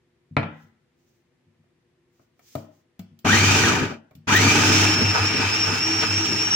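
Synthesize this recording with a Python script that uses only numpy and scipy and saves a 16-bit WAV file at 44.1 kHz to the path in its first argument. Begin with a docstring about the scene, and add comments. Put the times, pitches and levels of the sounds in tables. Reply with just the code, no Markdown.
"""Over the low hush of a kitchen, a plastic chopper bowl of frozen fruit and cream is set down on a wooden board:
low thumps and ringing bowl modes. Hands slide on the plastic, and the motor is seated with more knocks.
The mains motor runs in a short burst, coasts to rest, then runs on: its gears whine and rattle, the blade smashes
the fruit (random blows ring the bowl), and the pitch sags and recovers as the thickening cream drags on it."""
import sys
import numpy as np
from scipy import signal
from scipy.fft import rfft, irfft, next_fast_len
from scipy.io import wavfile
from scipy.ndimage import uniform_filter1d, map_coordinates

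SR = 44100
rng = np.random.default_rng(int(sys.argv[2]) if len(sys.argv) > 2 else 0)


def put_to_file(sound):
    """Save the sound as 16-bit audio at rate SR, in the file named by the first command-line argument."""
    columns = np.atleast_2d(sound).T  # one column per channel
    safe = np.clip(columns, -1, 1)
    whole_steps = np.round(safe * 32767)
    wavfile.write(sys.argv[1], SR, whole_steps.astype(np.int16))


N = 288855
TIME = np.arange(N) / SR
MAINS_HZ = 50
TOOTH_HZ = 2693.5   # gear tooth rate at full speed

# Hard knocks of bowl, motor and button. Each row: start in seconds, thump level in dB, thump pitch in Hz,
# clack level in dB, treble cut of the soft contact in Hz, tick level in dB.
KNOCK_ROWS = [(0.3672, -15, 133, -11.5, 4276, -61), (0.43, -27, 170.4, -25, 3500, -77),
              (1.64, -71, 140.4, -73, 3000, -87), (2.195, -58, 120, -53.5, 1200, -84.5),
              (2.393, -79, 120, -54, 4010, -60.5), (2.5526, -27.5, 127.3, -23.5, 900, -38.5),
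              (2.993, -29, 190, -43.5, 2510, -43), (3.19, -54.5, 152.4, -68, 4150, -51),
              (3.2495, -19, 243, -26, 1400, -43.5), (3.914, -33.5, 156.6, -26, 750, -70),
              (4.11, -55, 121, -48.5, 1500, -63.5), (4.152, -41, 161, -65, 3500, -51)]
# The button is held. Each row: on in seconds, off in seconds.
BUTTON_HOLDS = [(3.245, 3.587), (4.27, 6.6)]


def from_db(db):
    """Decibels are logarithmic: 20 dB is a tenfold gain."""
    return 10 ** (np.asarray(db) / 20)


def rms_one(x):
    """Normalise to unit mean power."""
    return x / np.sqrt(np.mean(x ** 2) + 1e-20)


def in_time(rows):
    """Linear interpolation gives each column of a curve at every sample."""
    s, *columns = np.transpose(rows)
    return [np.interp(TIME, s, column) for column in columns]


def at_hz(points, hz):
    """Interpolate a table on a log-frequency axis, as pitch is heard."""
    table_hz, values = np.array(points).T
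    return np.interp(np.log(hz), np.log(table_hz), values)


def drift(rate):
    """A smoothed random process of spread 1, changing about rate times a second."""
    knots = rng.standard_normal(N)
    return rms_one(map_coordinates(knots, [TIME * rate + 2], order=2))


def swells(rows):
    """Gaussian rises; each row: time in seconds, height, half length to 1/e in seconds."""
    return sum(height * np.exp(-((TIME - s) / length) ** 2) for s, height, length in rows)


def bursts(rows):
    """Gaussian gains; each row: time in seconds, peak in dB, half length to 1/e in seconds."""
    return swells([(s, from_db(db), length) for s, db, length in rows])


def low_pass(x, hz):
    """Second-order roll-off."""
    return signal.sosfilt(signal.butter(2, min(hz, .45 * SR), fs=SR, output="sos"), x + 1e-18)


def colour(x, spectrum):
    """Spectral shaping, falling away steeply outside the table's ends; rms 1."""
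    hz = np.fft.rfftfreq(N, 1 / SR) + 1
    low_end = 1 / (1 + (spectrum[0][0] / hz) ** 4)
    high_end = 1 / (1 + (hz / spectrum[-1][0]) ** 20)
    return rms_one(irfft(rfft(x) * from_db(at_hz(spectrum, hz)) * low_end * high_end, N))


def boost(x, peaks):
    """Causal resonances raise or lower narrow bands."""
    out = x
    for hz, width, db in peaks:
        b, a = signal.iirpeak(hz, hz / width, fs=SR)
        out = out + (from_db(db) - 1) * signal.lfilter(b, a, x + 1e-18)
    return out


def spread(pair):
    """Interchannel coherence: two unrelated signals become left and right, alike in the bass only."""
    # Each row: frequency in Hz, left-right likeness from -1 to 1.
    likeness = [(60, 1), (150, 0.94), (300, 0.8), (600, .58), (1200, 0.29), (2400, 0.23), (5000, -0.14),
                (15000, 0.086)]
    alike = np.clip(at_hz(likeness, np.fft.rfftfreq(N, 1 / SR) + 1), -.99, .99)
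    mid, side = irfft(rfft(pair) * np.sqrt([1 + alike, 1 - alike]), N)
    return np.array([mid + side, mid - side])


def noise():
    """White noise in two partly coherent channels."""
    return spread(rng.standard_normal((2, N)))


def ring(clicks, hz, t60):
    """A damped resonator: a unit click sets a sine of height 1 ringing, down 60 dB after t60 seconds."""
    radius, angle = from_db(-60 / (t60 * SR)), 2 * np.pi * hz / SR
    return signal.lfilter([0, np.sin(angle)], [1, -2 * radius * np.cos(angle), radius ** 2], clicks + 1e-18)


def hush():
    """Steady room tone as filtered noise."""
    # Each row: frequency in Hz, density in dB per Hz (relative).
    hush_spectrum = [(24, -33.5), (40, -16), (135, -1), (216, -11), (244, -2.5), (313, -14.5), (346, 2),
                     (454, -19.5), (490, -6), (527, -17.5), (1320, -21.5), (1610, -21.5), (1780, -18.5),
                     (8480, -36), (15000, -46)]
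    return from_db(-68) * colour(noise(), hush_spectrum)


def thumps(t60, knock_attack_s, board_db, heavy_hz):
    """Impulse and mass: each blow gives a decaying low sine; slow, heavy blows also excite the board's modes."""
    # Soft thuds as the bowl settles and the hands shift. Each row: start in seconds, level in dB.
    thuds = [(0.31, -30), (0.513, -33.5), (0.636, -44), (0.711, -55.5), (0.997, -62), (1.468, -49),
             (1.591, -50.5), (3.116, -42), (4.167, -34.5)]
    # Board on the worktop. Each row: mode in Hz, level in dB before board_db, 60 dB decay in seconds.
    board_modes = [(100, 2, 0.35), (159, -4, .45), (228.5, -4, 0.32), (290, -25, 0.21)]
    thud_hz, thud_attack_s = 155, 0.0037
    out, pushes, t = np.zeros(N), np.zeros(N), TIME[:SR // 2]
    hard = [(s, db, hz, knock_attack_s) for s, db, hz, *_ in KNOCK_ROWS]
    soft = [(s, db, thud_hz, thud_attack_s) for s, db in thuds]
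    for s, db, hz, attack_s in hard + soft:
        start = int(s * SR)
        envelope = from_db(db - 60 * t / t60) * (1 - np.exp(-t / attack_s))
        out[start:start + len(t)] += envelope * np.sin(2 * np.pi * hz * t)
        pushes[start] = from_db(db) / (1 + (hz / heavy_hz) ** 4)
    for k, (hz, db, fade) in enumerate(board_modes):
        out = out + (-1) ** k * from_db(db + board_db) * ring(pushes, hz, fade)
    return signal.sosfilt(signal.butter(2, [75, 420], "band", fs=SR, output="sos"), out)


def bowl(clicks, damping):
    """Modal superposition: blows ring all the modes of the filled bowl, and damping divides their decay times."""
    # Each row: mode in Hz, level in dB, 60 dB decay in seconds at damping 1.
    bowl_modes = [(283, -20.5, 0.4), (444.6, 0, 0.19), (627.3, -4, 0.072), (763, -4, 0.14), (827, 1, 0.034),
                  (1241, 5.5, 0.08), (1303, -1.5, 0.033), (1500, 1, 0.077), (1910, -5, 0.021),
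                  (2020, 0, 0.046), (2130, -4, 0.054), (2490, -6, 0.025), (2480, -18, .04),
                  (2920, -14.5, 0.033), (3680, -20, 0.044), (4230, -8.5, 0.044)]
    return sum((-1) ** k * from_db(db) * ring(clicks, hz, t60 / damping)
               for k, (hz, db, t60) in enumerate(bowl_modes))


def knocks(bowl_db, clack_s, tick_s):
    """Contact stiffness sets the treble of a blow: each clacks, rings the bowl and gives a plastic tick."""
    # Bowl on board. Each row: frequency in Hz, density in dB per Hz (relative).
    clack_spectrum = [(200, 1), (440, -0.5), (520, -11.5), (630, 9), (740, 2.5), (930, -11.5), (1220, 1.5),
                      (1650, -11.5), (2300, 0), (2700, -18), (3100, -12.5), (4300, -20.5), (5200, -33.5),
                      (7000, -35), (12000, -45.5)]
    # Plastic tick. Each row: frequency in Hz, density in dB per Hz (relative).
    tick_spectrum = [(1500, -12.5), (3500, 3.5), (4900, -2.5), (7000, -2.5), (9000, -13.5), (13000, -9),
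                     (15000, 8.5), (16000, -8.5)]
    blows, ticks = np.zeros((2, N))
    clacks, t, grit = np.zeros((2, N)), TIME[:SR // 2], colour(noise(), clack_spectrum)
    for s, _, _, clack_db, soft_hz, tick_db in KNOCK_ROWS:
        span = slice(int(s * SR), int(s * SR) + len(t))
        blows[span] += from_db(clack_db) * low_pass(t == 0, soft_hz)
        crowded_modes = grit[:, span] * np.exp(-t / clack_s)   # many short modes sound like noise
        clacks[:, span] += from_db(clack_db) * low_pass(crowded_modes, soft_hz)
        ticks[span] += from_db(tick_db) * np.exp(-t / tick_s)
    ringing = from_db(bowl_db) * bowl(blows, damping=0.68)
    return ringing + clacks + ticks * colour(noise(), tick_spectrum)


def kitchen_echo(build_s, near_db, near_s):
    """Reverberation: close reflections from worktop and wall, then a tail that dies sooner in the treble."""
    # Each row: frequency in Hz, 60 dB decay in seconds.
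    decay_times = [(300, 0.36), (700, 0.43), (2000, 0.49), (5000, .3), (15000, 0.11)]
    t, white, out = TIME[:SR], noise()[:, :SR], 0
    edges = np.geomspace(260, 17000, 9)
    for low, high in zip(edges, edges[1:]):
        band = signal.sosfilt(signal.butter(2, [low, high], "band", fs=SR, output="sos"), white)
        out = out + band * np.exp(-np.log(1000) * t / at_hz(decay_times, np.sqrt(low * high)))
    out = out * (1 - np.exp(-t / build_s)) * (1 + from_db(near_db) * np.exp(-t / near_s))
    return rms_one(out) / np.sqrt(SR)


def reflect(x, echo):
    """Convolution with the impulse response gives what the room sends back."""
    return signal.fftconvolve(np.atleast_2d(x), echo, axes=1)[:, :N]


def hand_slides():
    """Stick-slip friction: the hand slides on the plastic, and skin grips and slips unevenly."""
    # Each row: time in seconds, level in dB, half length in seconds.
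    slides = [(.61, -72, 0.081), (1.1, -74, .11), (2.2, -73.5, 0.073), (2.54, -56, 0.096),
              (2.77, -72.5, 0.048)]
    # Each row: frequency in Hz, density in dB per Hz (relative).
    rub_spectrum = [(1500, -8), (4000, -5.5), (6200, 0), (9000, -13.5), (13500, -17), (15200, 3),
                    (16000, -6.5)]
    return bursts(slides) * from_db(1.57 * drift(39.5)) * colour(noise(), rub_spectrum)


def shaft_speed():
    """Rotational inertia: share of full speed, rising fast while the button is held, then coasting to rest."""
    spin_up_s, spin_up_curve = .128, .58   # the motor leaps off, then nears full speed slowly
    coast_s, friction = .183, .1   # drag time constant; dry friction as a share of full speed
    speed = 0
    for on, off in BUTTON_HOLDS:
        held_s = np.maximum(np.minimum(TIME, off) - on, 0)
        rise = (1 - np.exp(-held_s / spin_up_s)) ** spin_up_curve
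        coast = (1 + friction) * np.exp(-np.maximum(TIME - off, 0) / coast_s) - friction
        speed = speed + rise * np.maximum(coast, 0)
    return speed


def grains(per_s, size_db):
    """A Poisson-like shower: icy bits hit the wall at random, a few much harder than the rest."""
    sizes = from_db(size_db * np.minimum(rng.exponential(1, N), 4))
    return (rng.random(N) < per_s / SR) * sizes * rng.standard_normal((2, N))


def churn_noise(sweep):
    """Turbulence: low noise of the stirred heap, modulated by the sweeping blade."""
    # Each row: frequency in Hz, density in dB per Hz (relative).
    churn_spectrum = [(29, -58.5), (50, -25), (82, -8.5), (97, -9), (130, -4), (307, -3), (393, -7),
                      (437, -10.5), (536, -17), (650, -18), (840, -65.5), (1430, -120)]
    return colour(noise() * sweep, churn_spectrum)


def fruit_blows(chopping, sweep):
    """Impact excitation: shards ring the bowl, and heavier blows crunch lower."""
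    # Chopped fruit. Each row: frequency in Hz, density in dB per Hz (relative).
    chop_spectrum = [(450, -12), (545, -14.5), (680, -6.5), (900, 2.5), (1090, -8), (1240, 3), (1370, -1.5),
                     (1490, 2.5), (1720, -4), (1850, -14), (2300, -14), (3000, -30)]
    # Hard lumps caught by the blade, and the clunk as the motor stops at 3.92 s.
    # Each row: time in seconds, level in dB, half length in seconds.
    lump_and_clunk_rows = [(3.272, -24, 0.013), (3.69, -31, 0.02), (3.771, -38, 0.005), (3.92, -40, 0.017),
                           (5.158, -18, 0.015), (5.186, -22.5, 0.012), (5.245, -35, 0.013),
                           (5.686, -30, 0.018), (6.035, -24.5, 0.018)]
    hits = rms_one(bowl(spread(grains(per_s=2500, size_db=2.5)) * sweep, damping=1.3))
    bits = colour(spread(grains(per_s=7000, size_db=1.5)) * sweep, chop_spectrum)
    chop = chopping * (bits + from_db(-7.0) * hits)
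    crunch = hits + colour(spread(grains(per_s=4500, size_db=3.5)), chop_spectrum)
    return chop + bursts(lump_and_clunk_rows) * rms_one(low_pass(crunch, 1700))


def gear_clatter(growling, rattling, rotor, mains):
    """Backlash: slack teeth clatter once a rotor turn and with each pull of the field."""
    # Growl. Each row: frequency in Hz, density in dB per Hz (relative).
    growl_spectrum = [(1700, -5.5), (2080, -3.5), (2380, 0.5), (2700, -1.5), (3000, -2.5), (3400, -10.5),
                      (4400, -14.5), (5000, -3.5)]
    # Rattle. Each row: frequency in Hz, density in dB per Hz (relative).
    rattle_spectrum = [(2800, 8.5), (3600, 2.5), (4500, -2), (5200, -5), (6200, 2), (7100, 0.5),
                       (8300, -12), (11000, -17.5), (13500, -28.5), (15000, -9.5), (16400, -17.5)]
    backlash = rms_one(from_db(0.8 * np.cos(rotor) + 0.45 * np.cos(mains) + 1.18 * drift(70)))
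    growl = growling * colour(noise() * backlash, growl_spectrum)
    return growl + rattling * colour(noise() * backlash, rattle_spectrum)


def hum(speed, mains):
    """Force as field squared: the motor hums at twice the mains rate; the board rings on at 100 Hz after release."""
    # Hum in the burst, and the board's ringing after its release at 3.587 s.
    # Each row: time in seconds, mean level in dB at running speed.
    hum_burst = [(3.25, -47), (3.274, -26.5), (3.512, -21), (3.568, -25), (3.594, -35.5), (3.652, -23.5),
                 (3.688, -43), (3.86, -30), (3.98, -64.5)]
    # Hum in the long run. Each row: time in seconds, mean level in dB at running speed.
    hum_run = [(4.28, -42.5), (4.3, -29), (4.45, -20), (4.54, -29.5), (4.72, -23.5), (5.01, -31.5),
               (5.04, -23), (5.11, -23), (5.16, -40), (5.22, -21.5), (5.37, -43), (5.47, -24.5),
               (5.54, -40.5), (5.69, -29.5), (5.82, -45), (5.86, -34), (5.91, -46), (5.96, -31.5),
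               (6.06, -39.5), (6.11, -27.5), (6.21, -31), (6.25, -37), (6.42, -38.5), (6.55, -42.5)]
    hum_db, = in_time(np.vstack([hum_burst, hum_run]))
    height = np.minimum(speed / .08, 1) * np.sqrt(2) * from_db(hum_db + 1.0 * drift(25))
    return height * np.sin(mains + 0.26 * drift(12))


def whine(tooth_hz, shake, jitter_hz, ripple, wobble, flutter_db, settled_db, slow_db, third_db, lead):
    """Gear mesh harmonics with sidebands from torque ripple and an off-centre wheel; blows shake the pitch."""
    # How loudly the housing sends out a gear tone. Each row: frequency in Hz, level in dB.
    radiation = [(300, -67), (800, -33.5), (1400, -21), (1900, -27.5), (2400, -31.5), (2700, -36),
                 (3300, -29), (4400, -34.5), (5100, -36), (5350, -30), (5700, -28)]
    teeth = 2 * np.pi * np.cumsum(tooth_hz + jitter_hz * shake * drift(420)) / SR
    wheel = teeth / 21 + .6 * drift(30)   # the wheel rocks on its pin
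    teeth = teeth + ripple * shake * np.sin(4 * np.pi * MAINS_HZ * TIME)
    teeth = teeth + lead * np.array([[1], [-1]])   # left leads right in phase
    slowness = 1 - tooth_hz / TOOTH_HZ   # slow teeth meet softly and lose their octave
    # once the gears settle, the octave outweighs the fundamental
    overtones_db = [settled_db * (1 - shake), slow_db * slowness, third_db + 12 * shake]
    out = 0
    for k, db in enumerate(overtones_db, 1):
        tone_db = at_hz(radiation, k * tooth_hz + 1) + db + flutter_db * drift(90)
        tone = np.sin(k * teeth) + wobble * np.sin(k * teeth + wheel)
        out = out + np.sqrt(2) * from_db(tone_db) * tone
    return out


def pick_up_squeak():
    """A brief narrow-band sound: a thin squeak as the motor picks up."""
    # Each row: time in seconds, level in dB, half length in seconds.
    squeak_rows = [(4.362, -28, 0.011)]
    # Each row: frequency in Hz, density in dB per Hz (relative).
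    squeak_spectrum = [(12000, -23), (14200, -18), (15200, 0), (16200, -6)]
    return bursts(squeak_rows) * colour(noise(), squeak_spectrum)


def chopper(echo):
    """Load and speed coupling: motor, gears and blade follow the shaft speed and the state of the fruit."""
    # A clump drags on the blade. Each row: time in seconds, tooth rate lost in Hz at full speed,
    # half length in seconds.
    drags = [(5.195, 155, .05), (5.465, 180.3, .07), (5.735, 150, .06), (6.08, 140.5, .05),
             (6.35, 90.9, .06)]
    # The heap of cream slumps onto the blade. Each row: time in seconds, level in dB, half length in seconds.
    slumps = [(3.71, -26, 0.031), (3.83, -27, 0.014), (5.025, -22, .03), (5.37, -28.5, 0.044),
              (5.72, -34.5, 0.02), (6.32, -34, 0.055)]
    # Swells of the gear growl. Each row: time in seconds, level in dB, half length in seconds.
    growl_swells = [(5.43, -37, 0.12), (6.04, -32, 0.023)]
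    # Narrow resonances of the motor housing. Each row: frequency in Hz, width in Hz, boost in dB.
    housing = [(1710, 19, 7), (1906, 55, 8.5), (2242, 40, 3), (2352, 38, 7.5), (2450, 53, 5.5),
               (2654, 21, 2), (3080, 17, 8.5), (3664, 59, 4), (3900, 57, 2), (4420, 41, 9), (5220, 16, -2),
               (5260, 33, 5), (5716, 118, 10.5), (6080, 100, 3.5), (6990, 90, -3)]
    broken_s, breaking_s = 4.92, .042   # when the hard fruit gives way to cream, and how quickly
    easing_hz_per_s = 50   # the tooth rate creeps up once the fruit is broken
    full_drag_hz = 150
    freewheel_db = -4   # the teeth sing less when the motor does not drive them

    speed, sag_hz = shaft_speed(), swells(drags)
    broken = .5 + .5 * np.tanh((TIME - broken_s) / (2 * breaking_s))
    held = sum((TIME > on) & (TIME < off) for on, off in BUTTON_HOLDS)
    undriven = uniform_filter1d(1. - held, size=900)
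    creaming_s = np.maximum(TIME - broken_s, 0)
    tooth_hz = speed * (TOOTH_HZ + easing_hz_per_s * creaming_s - sag_hz)

    def level(db, knee, broken_db, db_per_s, drag_db):
        """Saturating growth with speed up to the knee, plus dB offsets for breaking, creaming and drag."""
        load_db = broken_db * broken + db_per_s * creaming_s + drag_db * sag_hz / full_drag_hz
        return from_db(db + load_db) * speed ** 2 / (speed ** 2 + knee ** 2)

    churning = level(db=-23.5, knee=0.14, broken_db=-9.5, db_per_s=-2.5, drag_db=0.0) + bursts(slumps)
    chopping = level(db=-23.5, knee=0.21, broken_db=-5.0, db_per_s=-4.5, drag_db=2.5)
    growling = level(db=-25.0, knee=0.24, broken_db=-4.0, db_per_s=-2.5, drag_db=-1.4) + bursts(growl_swells)
    rattling = level(db=-21.5, knee=0.46, broken_db=-11.0, db_per_s=-0.17, drag_db=1.0)
    rocking = level(db=-24.5, knee=0.81, broken_db=-3.0, db_per_s=-2.6, drag_db=-12)
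    singing = level(db=0.96, knee=0.092, broken_db=-1.05, db_per_s=-0.3, drag_db=0.5)
    singing = singing * from_db(freewheel_db * undriven)
    # hard fruit shakes the gear train
    shake = level(db=.5, knee=.5, broken_db=-13.5, db_per_s=1.1, drag_db=2.0)

    rotor = 2 * np.pi * np.cumsum(tooth_hz / 8.5) / SR
    mains = 4 * np.pi * MAINS_HZ * TIME   # the field pulls twice a cycle
    # the geared-down blade meets the heap once a turn
    sweep = rms_one(from_db(1.0 * np.cos(rotor / 5) + 1.0 * drift(70)))
    machine = churning * churn_noise(sweep) + fruit_blows(chopping, sweep)
    machine = machine + gear_clatter(growling, rattling, rotor, mains) + hum(speed, mains)
    # an uneven load rocks the rotor once a turn
    machine = machine + rocking * from_db(4.3 * drift(18)) * np.sin(rotor)
    gears = singing * whine(tooth_hz, shake, jitter_hz=78.0, ripple=0.2, wobble=0.47, flutter_db=2.0,
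                            settled_db=-5, slow_db=-11, third_db=-31, lead=0.38)
    near = echo * np.exp(-TIME[:SR] / 0.05)   # close by, the first reflections dominate
    gears = gears + from_db(-2) * reflect(gears, near)
    machine = boost(machine + gears + pick_up_squeak(), housing)
    return machine + from_db(-24.0) * reflect(machine, echo)


def balance(x):
    """Interchannel level difference: each side takes half of a left-right ratio that varies with frequency."""
    # Each row: frequency in Hz, left over right in dB.
    left_over_right = [(90, 0.5), (250, 2.5), (450, 0.5), (750, 2), (1500, 2.5), (2400, 2), (2800, 0),
                       (4500, -1.5), (5250, -4), (5540, 1), (5750, -3), (7000, -4.5), (9000, 4), (15000, 1)]
    size = next_fast_len(N + SR)
    ratio_db = at_hz(left_over_right, np.fft.rfftfreq(size, 1 / SR) + 1)
    sides = from_db(ratio_db * np.array([[.5], [-.5]]))
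    return irfft(rfft(x, size) * sides, size)[:, :N]


def scene():
    """Superposition: handling and chopping on the worktop, over the low hush of the kitchen."""
    echo = kitchen_echo(build_s=.01, near_db=9.0, near_s=0.0092)
    handling = thumps(t60=0.15, knock_attack_s=0.00092, board_db=-7.0, heavy_hz=174.7)
    handling = handling + knocks(bowl_db=-23.5, clack_s=0.0091, tick_s=0.0058)
    handling = handling + from_db(-5.5) * reflect(handling, echo)
    return balance(hush() + handling + hand_slides() + chopper(echo))


def record(dry):
    """Soft saturation rounds the highest peaks, and an elliptic low-pass cuts the top steeply."""
    cutoff_hz = 15900
    rounded = dry / (1 + (np.abs(dry) / .72) ** 8) ** (1 / 8)
    return signal.sosfilt(signal.ellip(10, .1, 90, cutoff_hz, fs=SR, output="sos"), rounded)


dry = scene()
out = record(dry)
put_to_file(out)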